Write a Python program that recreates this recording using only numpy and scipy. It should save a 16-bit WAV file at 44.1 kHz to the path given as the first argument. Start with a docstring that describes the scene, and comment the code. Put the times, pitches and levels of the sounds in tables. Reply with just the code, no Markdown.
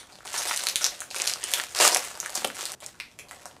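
"""Bedroom: a small plastic candy packet is handled and torn open, a metre from the microphone.
Creases in the film snap singly (ring, bag knock, treble tick) and in dense crackle of filtered clicks;
taps push air softly. Echoes and a decaying tail throw the film sound back, over steady noise as room tone.
A hard edit joins two moments of the handling, so the first room tail stops dead."""
import sys
import numpy as np
from scipy import signal
from scipy.fft import rfft, irfft
from scipy.io import wavfile

SR = 44100
rng = np.random.default_rng(int(sys.argv[2]) if len(sys.argv) > 2 else 0)


def bounce(signal):
    """Save signal as a 16-bit WAV file at the path given by the first command-line argument."""
    frames = np.transpose(np.atleast_2d(signal))
    limited = np.clip(frames, -1, 1)
    pcm = np.round(limited * 32767).astype(np.int16)
    wavfile.write(sys.argv[1], SR, pcm)


N = 158760

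EDIT_S = 2.7508
GRAIN_N = 768  # samples per snap or crackle grain
RISE_S = 0.00015
FLIP_DECAY_S = 0.0006
BURST_S = 0.003  # burst levels are rms over this time


def amp(db):
    """Amplitude factor of a level in dB."""
    return 10 ** (np.asarray(db) / 20)


def unit(x):
    """Scale each row to energy 1."""
    return x / np.linalg.norm(x, axis=-1, keepdims=True)


def evened(x):
    """Scale to rms 1."""
    return x / np.sqrt(np.mean(x ** 2) + 1e-20)


def read(points, hz):
    """Interpolate a frequency table along log frequency."""
    f, value = np.transpose(points)
    return np.interp(np.log(hz + 1), np.log(f + 1), value)


def snaps():
    """Each snap is a flip with a short ring, a low knock of the bag and a treble tick; rows: direct, wall send."""
    # loudest snaps: (time [s], ring [Hz], middle level [dB], low knock level [dB], treble level [dB],
    # wall send [dB])
    snap_table = [(0.031, 1530, -47.5, -51, -62, -2.5), (0.0936, 1420, -53, -63, -75, 10),
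                  (0.123, 4700, -50, -53, -66, 7), (0.1556, 4300, -44.5, -51, -62, -5),
                  (0.1871, 3760, -49, -47, -60, -11), (0.2064, 1340, -44, -66, -74, -5),
                  (0.2312, 1220, -50, -50, -72, -9), (0.2518, 1410, -50, -44.5, -46, 6),
                  (0.2562, 1210, -40, -50, -44, -14), (0.2766, 3220, -36.5, -68, -45, -11),
                  (0.3323, 6030, -29, -56, -32, 3), (0.342, 1860, -32, -34, -37, 0.5),
                  (0.377, 6300, -54, -43.5, -40, 13), (0.38, 5500, -29.5, -54, -28, 2.5),
                  (0.3948, 4850, -34, -39, -34, 6), (0.4541, 2100, -36, -34.5, -35, 3),
                  (0.4754, 5200, -29.5, -43, -26.5, 4.5), (0.4878, 1860, -35.5, -48, -31, 10),
                  (0.5117, 1400, -21, -51, -45, -5), (0.531, 6460, -33.5, -44.5, -48, 6.5),
                  (0.5397, 2080, -29, -43, -50, -5), (0.5625, 5200, -30, -65, -23, -0.5),
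                  (0.5753, 4050, -28.5, -58, -25, -8), (0.6066, 4090, -35, -40.5, -38, 0),
                  (0.6197, 5470, -41, -43, -44, 2), (0.638, 1230, -33, -38.5, -28, -4),
                  (0.664, 1290, -41, -46, -40, 0), (0.6694, 4230, -18.5, -53, -40, -6),
                  (0.6872, 3920, -23.5, -55, -24.5, -1.5), (0.699, 5000, -26, -38, -35, -22),
                  (0.7584, 3460, -18, -58, -16, -4.5), (0.8113, 1420, -35, -51, -36, 7),
                  (0.8187, 5940, -31.5, -59, -35, 5), (0.834, 2940, -39, -53, -34, -6),
                  (0.8433, 3730, -18.5, -41, -17, -1.5), (0.8653, 3750, -33, -35, -22, -12),
                  (0.9224, 1840, -41, -45, -70, 0), (1.0049, 6300, -34.5, -44, -32, 0.5),
                  (1.019, 1570, -32, -54, -52, -5), (1.1047, 4840, -39, -64, -43, 7),
                  (1.1122, 2470, -35, -39, -39, -6), (1.1456, 1480, -32, -52, -33.5, -11),
                  (1.1558, 5930, -62, -44, -33, 7), (1.1629, 2550, -29, -40, -34.5, -4),
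                  (1.1847, 6100, -33, -47, -35, -20), (1.2001, 2640, -26.5, -34.5, -35, -5),
                  (1.2075, 3000, -39, -51, -39, 0), (1.2196, 6100, -23, -41, -26, -17),
                  (1.2712, 4200, -31.5, -45, -27, 3.5), (1.281, 4500, -27, -43, -30, -9),
                  (1.275, 4700, -21, -48, -25.5, -8), (1.298, 5940, -26, -53, -35, -23),
                  (1.3145, 5210, -30, -42, -44, -18), (1.3371, 5000, -22, -61, -48, -9.5),
                  (1.3588, 1160, -37, -54, -55, -6), (1.3734, 2460, -46, -44.5, -45, -5),
                  (1.4097, 1910, -42, -59, -49, 1), (1.4142, 4740, -47, -57, -45, -22),
                  (1.4308, 3270, -34, -42, -59, 4), (1.44, 5900, -44, -43, -22, -7.5),
                  (1.4754, 3300, -47, -62, -48, 7), (1.4826, 1970, -39, -62, -38, 5),
                  (1.5163, 5800, -46, -56, -28, -2), (1.5375, 3440, -17, -57, -17, -3.5),
                  (1.5825, 1090, -34.5, -35.5, -32.5, 0.5), (1.5991, 1910, -22.5, -45, -35, -9),
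                  (1.6378, 2520, -32.5, -41, -32, -8), (1.7066, 6300, -52, -54, -46, -1),
                  (1.7236, 6600, -47.5, -51, -45, 2), (1.7496, 4730, -28, -40, -34, -22),
                  (1.7583, 1150, -36.5, -37, -35, -5), (1.772, 5030, -28, -38, -47, -5),
                  (1.7893, 5260, -22.5, -32, -39, -3), (1.8016, 1200, -35, -18.5, -26, -2.5),
                  (1.8107, 5000, -19, -33, -32, -6), (1.819, 2880, -25.5, -51, -23, 9.5),
                  (1.851, 1230, -19.5, -20, -17, -5.5), (1.8598, 6070, -33, -27, -18, -12),
                  (1.8774, 6600, -10, -24, -20, -18), (1.918, 5500, -27, -45, -37, -10),
                  (1.9224, 5650, -24.5, -30.5, -38, 4.5), (1.9471, 6350, -13.5, -43, -17, -9),
                  (1.962, 1860, -22, -25, -32, -7), (1.9693, 6200, -42, -25.5, -22, -15),
                  (1.972, 2840, -29, -42, -22, -3), (2.0253, 1250, -41, -54, -50, 4),
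                  (2.0412, 1940, -40, -50, -37, 6.5), (2.074, 5950, -40, -41, -51, -6),
                  (2.1065, 1214, -43.5, -66, -42, 3), (2.1123, 1220, -40, -42, -58, -16),
                  (2.1535, 4520, -42, -57, -43, -21), (2.1751, 1520, -38.5, -39.5, -41, -29),
                  (2.202, 6440, -22.5, -51, -27.5, -5.5), (2.2297, 1350, -37.5, -40, -42, -2),
                  (2.249, 2100, -36, -52, -58, -5), (2.261, 1630, -27.5, -50, -30, -5.5),
                  (2.2954, 4800, -42, -38.5, -39, -5), (2.303, 5680, -45, -59, -33, -7),
                  (2.3311, 2060, -45, -45, -46, -16), (2.344, 6100, -49, -55, -42, -7),
                  (2.352, 5100, -28, -54, -32, -5), (2.3553, 6100, -26, -32, -30, -3),
                  (2.3756, 4570, -31, -36, -34, -14), (2.421, 1210, -40, -37.5, -46, -2.5),
                  (2.4432, 4000, -40, -57, -47, -19), (2.446, 3000, -22, -24.5, -27, -11),
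                  (2.449, 3150, -26.5, -22, -25, -7), (2.4741, 7600, -35.5, -37.5, -40, -5),
                  (2.5018, 1550, -32.5, -48, -49, -6.5), (2.5468, 2440, -46, -60, -44, 14),
                  (2.5524, 5050, -49, -56, -48, 8), (2.5563, 1690, -48, -59, -45, 0),
                  (2.59, 1200, -36.5, -41, -42, -2), (2.6097, 3310, -32, -44, -34, 0),
                  (2.6287, 1250, -37, -36, -39, -3.5), (2.6551, 4230, -31, -46, -27.5, -2),
                  (2.6944, 3430, -47, -45, -52, -15), (2.7196, 6200, -35, -68, -28, -8),
                  (2.725, 5370, -51, -46, -39, -2), (2.8043, 3400, -47.5, -59, -45.5, 3),
                  (2.8231, 2350, -48, -46.5, -62, 5), (2.8632, 6740, -35, -49, -34, -8),
                  (2.9462, 1560, -51.5, -79, -73, 1), (2.9534, 6000, -61, -73, -69, -12),
                  (3.001, 2520, -29.5, -59, -41, -1), (3.052, 3640, -54, -63, -71, 2),
                  (3.115, 3300, -57, -59, -55, -1), (3.1897, 2440, -39, -50.5, -39.5, 3),
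                  (3.2862, 4570, -49.5, -72, -56, 11.5), (3.3113, 1910, -38, -42, -39.5, -1.5),
                  (3.33, 1510, -48, -50, -54, -3), (3.3955, 1940, -51, -65, -69, -7),
                  (3.4182, 1720, -52, -57, -53, -2), (3.4568, 1290, -41.5, -39, -36.5, -2),
                  (3.512, 3200, -50, -49, -72.5, -4), (3.5661, 1890, -51, -49.5, -61, -10)]
    ring_share, ring_cycles = 0.56, 1.66
    band_ratio = 1.7  # flip band edges around the ring
    max_send_db = 6

    count = len(snap_table)
    all_knocks = knocks(count)
    all_ticks = flips(count, decay_s=0.00035, band_hz=(5000, 10220))
    phases = rng.random(count)
    out = np.zeros((2, N + GRAIN_N))
    for row, knock, tick, phase in zip(snap_table, all_knocks, all_ticks, phases):
        s, hz, db, low_db, high_db, send_db = row
        flip = flips(1, FLIP_DECAY_S, (hz / band_ratio, hz * band_ratio))[0]
        ring = ping(hz, ring_cycles, phase)
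        middle = unit(ring_share * ring + (1 - ring_share) * flip)
        mix = amp(db) * middle + amp(low_db) * knock + amp(high_db) * tick
        snap = np.sqrt(BURST_S * SR) * mix
        start = round((s - RISE_S) * SR)
        out[:, start:start + GRAIN_N] += snap * amp([[0], [min(send_db, max_send_db)]])
    return out[:, :N]


def ping(hz, cycles, phase):
    """A facet of film rings for a few cycles; energy 1."""
    t = np.arange(GRAIN_N) / SR
    envelope = np.exp(-hz * t / cycles) * (1 - np.exp(-(t / RISE_S) ** 2))
    return unit(np.sin(2 * np.pi * (hz * t + phase)) * envelope)


def flips(count, decay_s, band_hz):
    """A sharp click with a short gritty noise trail, band-passed; energy 1, one per row."""
    grit_share = 0.85
    t = np.arange(GRAIN_N) / SR
    envelope = (1 - np.exp(-(t / RISE_S) ** 2)) * np.exp(-t / decay_s)
    grit = unit(rng.standard_normal((count, GRAIN_N)) * envelope)
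    at_click = np.arange(GRAIN_N) == round(RISE_S * SR)
    click = at_click * rng.choice([-1., 1.], (count, 1))
    band = signal.butter(2, band_hz, "band", fs=SR, output="sos")
    return unit(signal.sosfilt(band, click + grit_share * grit))


def knocks(count):
    """Dull noisy flips; the air in the bag rings under each."""
    ring_share, ring_cycles = 0.4, 1.14
    rings = []
    for pitch, phase in rng.random((count, 2)):
        hz = 677 * (0.832 + 0.38 * pitch)  # 563 to 821 Hz
        rings.append(ping(hz, ring_cycles, phase))
    dull = flips(count, decay_s=0.0014, band_hz=(443, 1190))
    return unit(ring_share * np.array(rings) + (1 - ring_share) * dull)


def handling():
    """The fingers work the film as bright and low crackle; the seal rips in one dense rush."""
    # one list per moment of handling: (time [s], crackle level [dB], low crackle level [dB])
    moments = [
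        [(0, -60, -54), (.1, -60, -70), (.245, -57.5, -71), (.255, -43, -60), (.32, -41, -48), (.36, -32, -59),
         (.45, -34, -51.5), (.55, -35, -55), (.7, -36.5, -46), (.74, -49, -49.5), (.8, -44.5, -59),
         (.86, -30.5, -42.5), (.9, -47.5, -55), (1.0, -46.5, -58.5), (1.1, -57, -61), (1.15, -41, -54),
         (1.22, -34, -41), (1.3, -33, -48), (1.38, -47, -53), (1.45, -42.5, -55), (1.55, -34.5, -38.5),
         (1.63, -39.5, -48.5), (1.68, -48.5, -61), (1.74, -48.5, -54.5), (1.76, -32, -48), (1.9, -27.5, -37),
         (1.98, -34, -34), (2.05, -41, -54.5), (2.18, -49.5, -50), (2.3, -42.5, -54.5), (2.345, -44.5, -51),
         (2.375, -31, -40), (2.42, -43.5, -63), (2.53, -51.5, -57.5), (2.57, -41, -47.5), (2.66, -39, -54),
         (2.75, -44, -49)],
        [(2.8, -74, -75), (2.83, -45.5, -54), (2.9, -54.5, -62), (2.97, -61.5, -90), (3.17, -67, -72),
         (3.25, -69, -59), (3.34, -55, -56), (3.45, -55, -59), (3.6, -70, -63)],
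    ]
    tear_s, tear_hold_s, tear_fade_s = 1.8, 0.077, 0.0098
    tear_db, tear_low_db, tear_per_s = -20, -27, 3500

    t = np.arange(N) / SR
    levels = []
    for moment in moments:
        s, high_db, low_db = np.transpose(moment)
        levels.append([np.interp(t, s, high_db), np.interp(t, s, low_db)])
    db, low_db = np.where(t < EDIT_S, levels[0], levels[1])

    bright, dull = film_grains(), knocks(count=16)
    rip = amp(tear_db) * crackle(bright, tear_per_s, spread_db=1.3)
    rip += amp(tear_low_db) * crackle(dull, tear_per_s / 4, spread_db=0.97)
    tear = (t > tear_s) * np.exp(-np.maximum(t - tear_s - tear_hold_s, 0) / tear_fade_s)
    high = crackle(bright, per_s=700, spread_db=3.5)
    low = crackle(dull, per_s=500, spread_db=1.5)
    return amp(db) * high + amp(low_db) * low + tear * rip


def crackle(grains, per_s, spread_db):
    """Many small creases flip at random moments; a few are large. 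Rms 1."""
    size = amp(spread_db * np.minimum(rng.exponential(1, N), 3.0))
    hits = size * (rng.random(N) < per_s / SR)
    kind = rng.integers(0, len(grains), N)
    out = np.zeros(N)
    for k, grain in enumerate(grains):
        out += signal.oaconvolve(hits * (kind == k), grain)[:N]
    return evened(out)


def film_grains(count=24):
    """Broad flips in the colour of the film, leaning from dull to bright."""
    # colour of the crackle: (frequency [Hz], relative level [dB])
    film_colour = [(710, -42), (1200, 4), (1830, 6.5), (2620, 5), (3400, 4.5), (8000, 5), (14400, -10),
                   (15300, -15), (16000, -39)]
    hz = np.fft.rfftfreq(GRAIN_N, 1 / SR)
    tilt = 0.43 * np.linspace(-1, 1, count)[:, None]
    lean = ((hz + 1) / 4500) ** tilt
    raw = np.roll(flips(count, FLIP_DECAY_S, (500, 18000)), 40, axis=1)
    return unit(irfft(rfft(raw) * amp(read(film_colour, hz)) * lean, GRAIN_N))


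def thumps():
    """A finger taps the air-filled bag: soft low pushes of air, each a quickly decaying sine."""
    # taps: (time [s], level [dB])
    taps_table = [(1.851, -38.5), (2.355, -58), (2.376, -41), (2.448, -34), (2.479, -61)]
    push_hz, peak_cycles, push_n = 264, 0.64, 1500
    turns = push_hz * np.arange(push_n) / SR
    envelope = turns * np.exp(1 - turns / peak_cycles) / peak_cycles
    push = np.sin(2 * np.pi * turns) * envelope
    out = np.zeros(N)
    for s, db in taps_table:
        out[round(s * SR):][:push_n] += amp(db) * push
    return out


def in_room(direct, send, count=4):
    """Direct sound plus echo patterns that take turns, as the echo paths change when the packet moves."""
    turn_s = 0.11
    turn = np.arange(N) / SR / turn_s
    out = direct
    for k in range(count):
        distance = abs((turn - k + count / 2) % count - count / 2)
        window = np.cos(np.pi / 2 * np.minimum(distance, 1))
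        out = out + signal.oaconvolve(send * window, room())[:N]
    return out


def room():
    """Impulse response: single wall echoes plus sparse random taps dying band by band."""
    # wall echoes: (delay [s], level [dB])
    echo_table = [(.0053, -8), (.0082, -9.5), (0.0149, -18), (0.021, -18)]
    # tail decay: (frequency [Hz], time to fall 60 dB [s])
    decay_table = [(300, 0.37), (1000, 0.22), (3000, 0.3), (8000, 0.19), (14000, 0.27)]
    tail_db, tail_start_s, tail_build_s = -0.5, 0.003, 0.0027
    echo_shift_s = 0.00015  # largest random shift either way
    spacing = 20  # samples; one tap per slot

    taps = np.zeros(SR // 2)
    slots = np.arange(round(tail_start_s * SR), SR // 2 - spacing, spacing)
    taps[slots + rng.integers(0, spacing, len(slots))] = rng.choice([-1., 1.], len(slots))
    hz, t, bands = signal.stft(taps, SR, nperseg=128)
    decay = amp(-60 * t / read(decay_table, hz)[:, None])
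    build = 1 - np.exp(-t / tail_build_s)
    tail = signal.istft(bands * decay * build, SR, nperseg=128)[1]
    out = amp(tail_db) * unit(tail)
    for s, db in echo_table:
        shift_s = echo_shift_s * rng.uniform(-1, 1)
        out[round((s + shift_s) * SR)] += amp(db)
    return out


def earlier():
    """The dying room tail of a crackle just before the start."""
    lead_s, level_db = 0.013, -33.5
    burst = np.sqrt(BURST_S * SR) * amp(level_db) * unit(film_grains().sum(0))
    tail = signal.oaconvolve(burst, room())[round(lead_s * SR):]
    return np.pad(tail, (0, N - len(tail)))


def air():
    """Steady room tone: white noise shaped by a fixed spectrum."""
    # room tone colour: (frequency [Hz], relative density [dB])
    air_colour = [(25, -14), (55, -1), (115, 0), (240, -3), (600, -8.5), (1500, -15), (3000, -22.5),
                  (8500, -21.5), (14000, -34), (16000, -45)]
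    level_db = -59
    hz = np.fft.rfftfreq(N, 1 / SR)
    noise = rfft(rng.standard_normal(N))
    return amp(level_db) * evened(irfft(noise * amp(read(air_colour, hz)), N))


def scene():
    """Packet sound in the room, each side of the edit ringing on its own, plus earlier tail and air."""
    bass_cut_hz, crackle_send_db = 286, -8.5
    film = snaps() + handling() * amp([[0], [crackle_send_db]])  # rows: direct, wall send
    high_pass = signal.butter(2, bass_cut_hz, "high", fs=SR, output="sos")
    packet = signal.sosfilt(high_pass, film) + thumps()
    before = np.arange(N) < EDIT_S * SR
    out = earlier() + air()
    for side in (before, ~before):
        direct, send = packet * side
        out += in_room(direct, send) * side  # the tail stops at the edit
    return out[None]


def record(dry):
    """The converter saturates softly on the highest peaks, then a low-pass limits the band."""
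    ceiling, edge_hz = 0.9, 15600
    held = dry / (1 + (abs(dry) / ceiling) ** 4) ** 0.25
    low_pass = signal.firwin(255, edge_hz, window=("kaiser", 9), fs=SR)
    return signal.oaconvolve(held, low_pass[None], "same")


dry = scene()
out = record(dry)
bounce(out)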